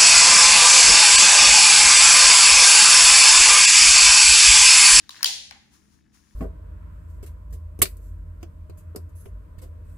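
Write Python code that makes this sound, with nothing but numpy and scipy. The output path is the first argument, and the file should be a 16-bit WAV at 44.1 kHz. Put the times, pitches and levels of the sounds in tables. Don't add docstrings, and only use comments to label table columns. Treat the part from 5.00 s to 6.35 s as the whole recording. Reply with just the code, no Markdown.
import sys
import numpy as np
from scipy import signal
from scipy.fft import rfft, irfft
from scipy.io import wavfile
from scipy.ndimage import uniform_filter1d

SR = 44100
rng = np.random.default_rng(int(sys.argv[2]) if len(sys.argv) > 2 else 0)


def persist_wave(psi):
    counts = np.round(np.clip(psi, -1, 1) * 32767).astype(np.int16)
    wavfile.write(sys.argv[1], SR, np.atleast_2d(counts).T)


def boost_factor(decibels):
    exponent = np.asarray(decibels, float) / 20
    return 10 ** exponent


N = 59535
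LEAD = 8192
SIZE = N + LEAD

# frequency in Hz, level in dB per Hz.
AIR_COLOUR = [(25, -29), (60, 2.5), (130, -11), (300, -8.5), (480, -56), (900, -47)]
# frequency in Hz, left-right correlation.
AIR_LIKENESS = [(60, 0.72), (240, 0.36), (950, -1.5), (3770, -0.03), (15000, 0.17)]
# frequency in Hz, left over right in dB.
AIR_PAN = [(60, 12), (180, -16), (550, 62.5), (5000, 8), (15000, -7)]
# frequency in Hz, width in Hz, level in dB.
HUM_LINES = [(63, 6, -81), (128, 5, -72.5), (163.5, 6, -74.5), (207.4, 1.9, -66.5), (242, 29, -77.5),
             (320, 9.4, -76.5)]
# time in seconds, level in dB.
GLOVE_LEVEL = [(.5, -68), (.7, -72.5), (.74, -57), (.81, -67.5), (.9, -68.5), (.94, -64), (1.01, -74),
               (1.03, -79), (1.115, -79.5), (1.145, -59), (1.23, -67), (1.35, -65.5)]
# frequency in Hz, level in dB per Hz.
GLOVE_SPECTRUM = [(1000, -19), (2500, -14), (4000, -9), (6000, 0), (7500, -8), (10000, 1), (14000, -10),
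                  (16000, -22)]

# frequency in Hz, time to fall 60 dB in seconds.
TAIL_T60 = [(500, 0.84), (1000, 0.32), (2000, 0.62), (4000, 0.54), (7000, 0.52), (11000, 0.41),
            (15000, 0.1)]
# frequency in Hz, level in dB.
TAIL_COLOUR = [(250, -25), (520, -4.5), (750, 1), (1200, 1.5), (2000, 0.5), (4500, -1), (15000, 1)]
# frequency in Hz, left-right correlation.
TAIL_LIKENESS = [(60, -0.045), (240, 1), (950, 0.45), (3770, -0.46), (15000, 0.13)]
# frequency in Hz, left over right in dB.
TAIL_PAN = [(60, 25.5), (180, 0), (550, -0.5), (1650, -3), (4970, 4.5), (15000, -3.5)]
MIRROR_S = [.0027, .0120, .0146, .0160, .0183, .0204, .0228, .0262, .0315]
# left level in dB, right level in dB.
MIRROR_LEVEL = [(-14, -7), (-8, -5), (-10.5, -13), (-12.5, -16.5), (-16.5, -19.5), (-19, -24),
                (-21.5, -22.5), (-13, -24.5), (-21.5, -12)]
# frequency in Hz, level in dB.
MIRROR_COLOUR = [(1200, -29.5), (2300, -6), (3100, 2), (4000, -4), (5200, -12.5), (7000, -12), (9500, -7.5),
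                 (13000, -26)]
# frequency in Hz, level in dB.
STEEL_CLICK = [(600, -25.5), (1500, -12), (2400, -8), (3100, 0), (4300, 3.5), (6300, -2), (10000, -8),
               (15000, -9.5)]
# frequency in Hz, level in dB.
GLOVED_CLICK = [(500, -15.5), (750, -11), (1200, -7), (2200, 1), (3500, -12), (6000, -14.5), (12000, -23)]
# frequency in Hz, left over right in dB.
PORT_PAN = [(60, 22), (130, -8), (290, -14.5), (640, -8), (1410, 11), (3100, 3.5), (5000, 9), (7500, 1.5),
            (15000, -6)]
# frequency in Hz, width in Hz, depth in dB.
HOUSING_DIPS = [(8250, 950, -8), (12450, 1240, -38.5), (16300, 1300, -10.5)]

# time in seconds, level in dB.
SLIDE_LEVEL = [(.1, -69), (.15, -59), (.165, -52.5), (.19, -57), (.225, -52.5), (.233, -35), (.243, -37.5),
               (.25, -77)]
# frequency in Hz, level in dB.
SLIDE_MODES = [(600, -7), (1750, 8.5), (2500, -0.5), (3700, -3), (4750, -2.5), (5500, -0.5), (6720, -2.5)]
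# frequency in Hz, width in Hz, level in dB.
LIP_MODES = [(1086, 83, -5), (1804, 590, -13.5), (2760, 400, -18), (3878, 310, 1.5), (4610, 430, -9.5),
             (5295, 320, -8), (7073, 110, -7), (6660, 210, -19.5), (9900, 1500, -18.5), (13500, 420, -27)]
GRAZE_MODES = [(1270, 500, -5), (2050, 1400, -2), (3900, 400, 5), (5340, 430, 5), (7200, 720, -10.5)]
KNOCK_MODES = [(1060, 270, -19), (1670, 290, -17), (2090, 280, -22.5), (4100, 620, -23.5)]
CATCH_MODES = [(1066, 840, -17.5), (1593, 370, -14), (2330, 120, -14.5), (4120, 130, -0.5), (5340, 400, 2),
               (6050, 300, -6), (6800, 100, -19.5), (9730, 280, -6.5), (11600, 170, -13.5),
               (13800, 520, -23.5), (15300, 240, -7)]
SEAT_MODES = [(1202, 2300, -21.5), (1923, 150, -13), (3148, 380, -1.5), (4778, 520, 1.5), (5770, 1200, -19),
              (6840, 130, -9), (9360, 660, -6.5), (10500, 900, -15), (14020, 860, -13.5),
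              (15900, 1300, -11.5)]
PALM_MODES = [(704, 180, -2), (1040, 280, -9.5), (1663, 280, -2), (2223, 183, 1.5), (2970, 740, -6),
              (4150, 440, 0), (5470, 480, 0), (8010, 360, -13), (9430, 500, -12), (14460, 900, -27)]
HEEL_MODES = [(729, 260, -1.5), (1953, 500, -10)]
# start in seconds, peak in dB, crack in dB, click sent to the room in dB,
# left over right in dB.
BLOWS = [(-.12, -23.5, -19, -2, 3), (0.0922, -23, -5.5, -1.5, 6), (0.1557, -39, 1, 6.5, 9.5),
         (0.1642, -40.5, -3.5, -4.5, 0.5), (0.1664, -38.5, -7.5, 1.5, -7.5), (0.2069, -32.5, -37.5, -9, -3),
         (0.209, -39, -32.5, -4.5, -1), (0.229, -7, 0, -10.5, 1.5), (0.2438, -4.5, -6.5, 3, 5),
         (0.5092, -29, -8, 1.5, 4), (.5125, -39, -29.5, -9, 1)]
STRUCK = [SEAT_MODES, LIP_MODES, GRAZE_MODES, GRAZE_MODES, GRAZE_MODES, KNOCK_MODES, KNOCK_MODES,
          CATCH_MODES, SEAT_MODES, PALM_MODES, HEEL_MODES]

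CRACK_S = 0.001195
TO_LEFT_RIGHT = np.array([[.5], [-.5]])


def rms_one(x):
    return x / np.sqrt(np.mean(x ** 2) + 1e-20)


def at_hz(points, hz):
    table_hz, value = np.array(points).T
    return np.interp(np.log(np.maximum(hz, 1)), np.log(table_hz), value)


def in_time(rows):
    return np.interp((np.arange(SIZE) - LEAD) / SR, *np.transpose(rows))


def highpass(x, order, hz):
    return signal.sosfilt(signal.butter(order, hz, "high", fs=SR, output="sos"), x)


def resonate(x, hz, width_hz):
    r = np.exp(-np.pi * width_hz / SR)
    poles = [1, -2 * r * np.cos(2 * np.pi * hz / SR), r * r]
    return signal.lfilter([(1 - r * r) / 2, 0, (r * r - 1) / 2], poles, x + 1e-18)


def coloured(x, db_at):
    size = x.shape[-1]
    return irfft(rfft(x) * boost_factor(db_at(np.arange(size // 2 + 1) * SR / size)), size)


def stereo_bands(gain_at, alike, balance, size):
    out = 0
    white = rng.standard_normal((2, 2, size))
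    for k, low in enumerate(20 * 2 ** np.arange(0, 10, .5)):
        edges = [low, min(low * np.sqrt(2), 19000)]
        band = signal.butter(2, edges, "band", fs=SR, output="sos")
        mid, side = signal.sosfilt(band, white[k % 2])
        hz = low * 2 ** .25
        c = np.clip(at_hz(alike, hz), 0, 1)
        pan = boost_factor(at_hz(balance, hz) * TO_LEFT_RIGHT)
        pair = np.sqrt(1 + c) * mid + np.sqrt(1 - c) * side * [[1], [-1]]
        out = out + gain_at(hz) * pan * pair
    return out


def air():
    level_db, top_hz, steady = -63, 1000, .6
    tone_bands = stereo_bands(lambda hz: boost_factor(at_hz(AIR_COLOUR, hz)) / (1 + (hz / top_hz) ** 6),
                              AIR_LIKENESS, AIR_PAN, SIZE)
    out = boost_factor(level_db) * rms_one(tone_bands)
    for hz, width_hz, db in HUM_LINES:
        line = resonate(rng.standard_normal(SIZE + SR), hz, 2 * width_hz)
        line = resonate(line, hz, 2 * width_hz)[SR:]
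        tone = np.sqrt(2) * np.sin(2 * np.pi * hz * np.arange(SIZE) / SR)
        out += boost_factor(db + np.array([[2.5], [-2.5]])) * (steady * tone + (1 - steady) * rms_one(line))
    return out


def gloves():
    hiss = stereo_bands(lambda hz: boost_factor(at_hz(GLOVE_SPECTRUM, hz) - 60 * (hz < 900)),
                        [(100, 0.32), (9000, 0.1)], AIR_PAN, SIZE)
    return boost_factor(in_time(GLOVE_LEVEL)) * rms_one(hiss)


def room(x):
    level_db, near_db, wall_s = -16.5, -9.5, .0125
    early_db, early_s, early_per_s = 4, 0.0046, 900
    t = np.arange(SR) / SR
    tail = stereo_bands(lambda hz: boost_factor(at_hz(TAIL_COLOUR, hz) - 60 * t / at_hz(TAIL_T60, hz)),
                        TAIL_LIKENESS, TAIL_PAN, SR)
    arrivals = rng.random(SR) < early_per_s / SR
    echoes = uniform_filter1d(arrivals * SR / early_per_s, size=12)
    early = boost_factor(early_db) * np.exp(-np.abs(t - wall_s) / early_s) * np.sqrt(echoes)
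    tail *= np.where(t < wall_s, boost_factor(near_db), 1 + early)
    return boost_factor(level_db) * signal.fftconvolve(x[None], tail, axes=1)[:, :len(x)]


def mirrors(x):
    thin = coloured(x, lambda hz: at_hz(MIRROR_COLOUR, hz))
    out = 0
    for s, (left_db, right_db) in zip(MIRROR_S, MIRROR_LEVEL):
        out = out + boost_factor(np.array([[left_db], [right_db]])) * np.roll(thin, int(s * SR))
    return out


def slide():
    ticks_per_s, t60_s = 2600, .006
    strength = boost_factor(4.0 * np.minimum(rng.exponential(1, SIZE), 5)) * rng.choice([-1, 1], SIZE)
    ticks = strength * (rng.random(SIZE) < ticks_per_s / SR)
    dealt = rng.integers(0, len(SLIDE_MODES), SIZE)
    rub = 0
    for k, (hz, db) in enumerate(SLIDE_MODES):
        rub = rub + boost_factor(db) * resonate(ticks * (dealt == k), hz, 2.5 / t60_s)
    return boost_factor(in_time(SLIDE_LEVEL)) * rms_one(rub)


def contact(modes, crack_db):
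    crack_low_hz, body_low_hz = 930, 780
    late_cycles, latest_s, right_lag_s = 3.5, 0.00079, -0.00013
    t = np.arange(1024) / SR
    crack = rng.standard_normal((2, 1024)) * t / CRACK_S * np.exp(1 - t / CRACK_S)
    out = boost_factor(crack_db - 6.5) * highpass(crack, 2, crack_low_hz)
    for hz, width_hz, db in np.maximum(modes, [0, 220, -99]):
        age = np.maximum(t - min(late_cycles / hz, latest_s), 0) * np.pi * width_hz * 1.195
        lag = 2 * np.pi * hz * right_lag_s * np.array([[0], [1]])
        wave = np.sin(2 * np.pi * hz * t + rng.uniform(0, 2 * np.pi) + lag)
        out += boost_factor(db) * width_hz / 500 * age * np.exp(1 - age) * wave
    out = highpass(out, 5, body_low_hz)
    return out / np.abs(out).max()


def scene():
    ring_db, ring_top_hz = -15, 950
    rub = slide()
    direct, sent = np.stack([rub, rub]), rub.copy()
    steel, gloved = np.zeros((2, SIZE))
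    for (s, db, crack_db, sent_db, pan_db), modes in zip(BLOWS, STRUCK):
        blow = boost_factor(db) * contact(modes, crack_db)
        i = int(s * SR) + LEAD
        direct[:, i:i + 1024] += blow * boost_factor(pan_db * TO_LEFT_RIGHT)
        sent[i:i + 1024] += boost_factor(sent_db / 2) * blow[0]
        clicks = gloved if modes in (KNOCK_MODES, PALM_MODES, HEEL_MODES) else steel
        clicks[i + int(CRACK_S * SR)] += boost_factor(db + sent_db)
    left = coloured(direct[0], lambda hz: at_hz(PORT_PAN, hz) / 2)
    right = coloured(direct[1], lambda hz: -at_hz(PORT_PAN, hz) / 2)

    to_room = coloured(sent, lambda hz: ring_db - 10 * np.log10(1 + (hz / ring_top_hz) ** 6))
    to_room = to_room + coloured(steel, lambda hz: at_hz(STEEL_CLICK, hz))
    to_room = to_room + coloured(gloved, lambda hz: at_hz(GLOVED_CLICK, hz))
    wet = room(to_room) + mirrors(sent) + gloves() + air()
    wet = coloured(wet, lambda hz: sum(db * np.exp(-((hz - at) / w) ** 2 * 2)
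                                       for at, w, db in HOUSING_DIPS))
    return (np.stack([left, right]) + wet)[:, LEAD:]


def roll_off(x):
    return signal.sosfilt(signal.butter(12, 16970, fs=SR, output="sos"), x)


def record(dry):
    knee, top, cutoff_hz = .6, .92, 16500
    size = np.abs(dry)
    rounded = np.sign(dry) * (knee + (top - knee) * np.tanh((size - knee) / (top - knee)))
    x = np.where(size < knee, dry, rounded)
    x = signal.sosfilt(signal.cheby2(10, 60, cutoff_hz + 1500, fs=SR, output="sos"), x)
    return roll_off(x)


dry = scene()
out = record(dry)
persist_wave(out)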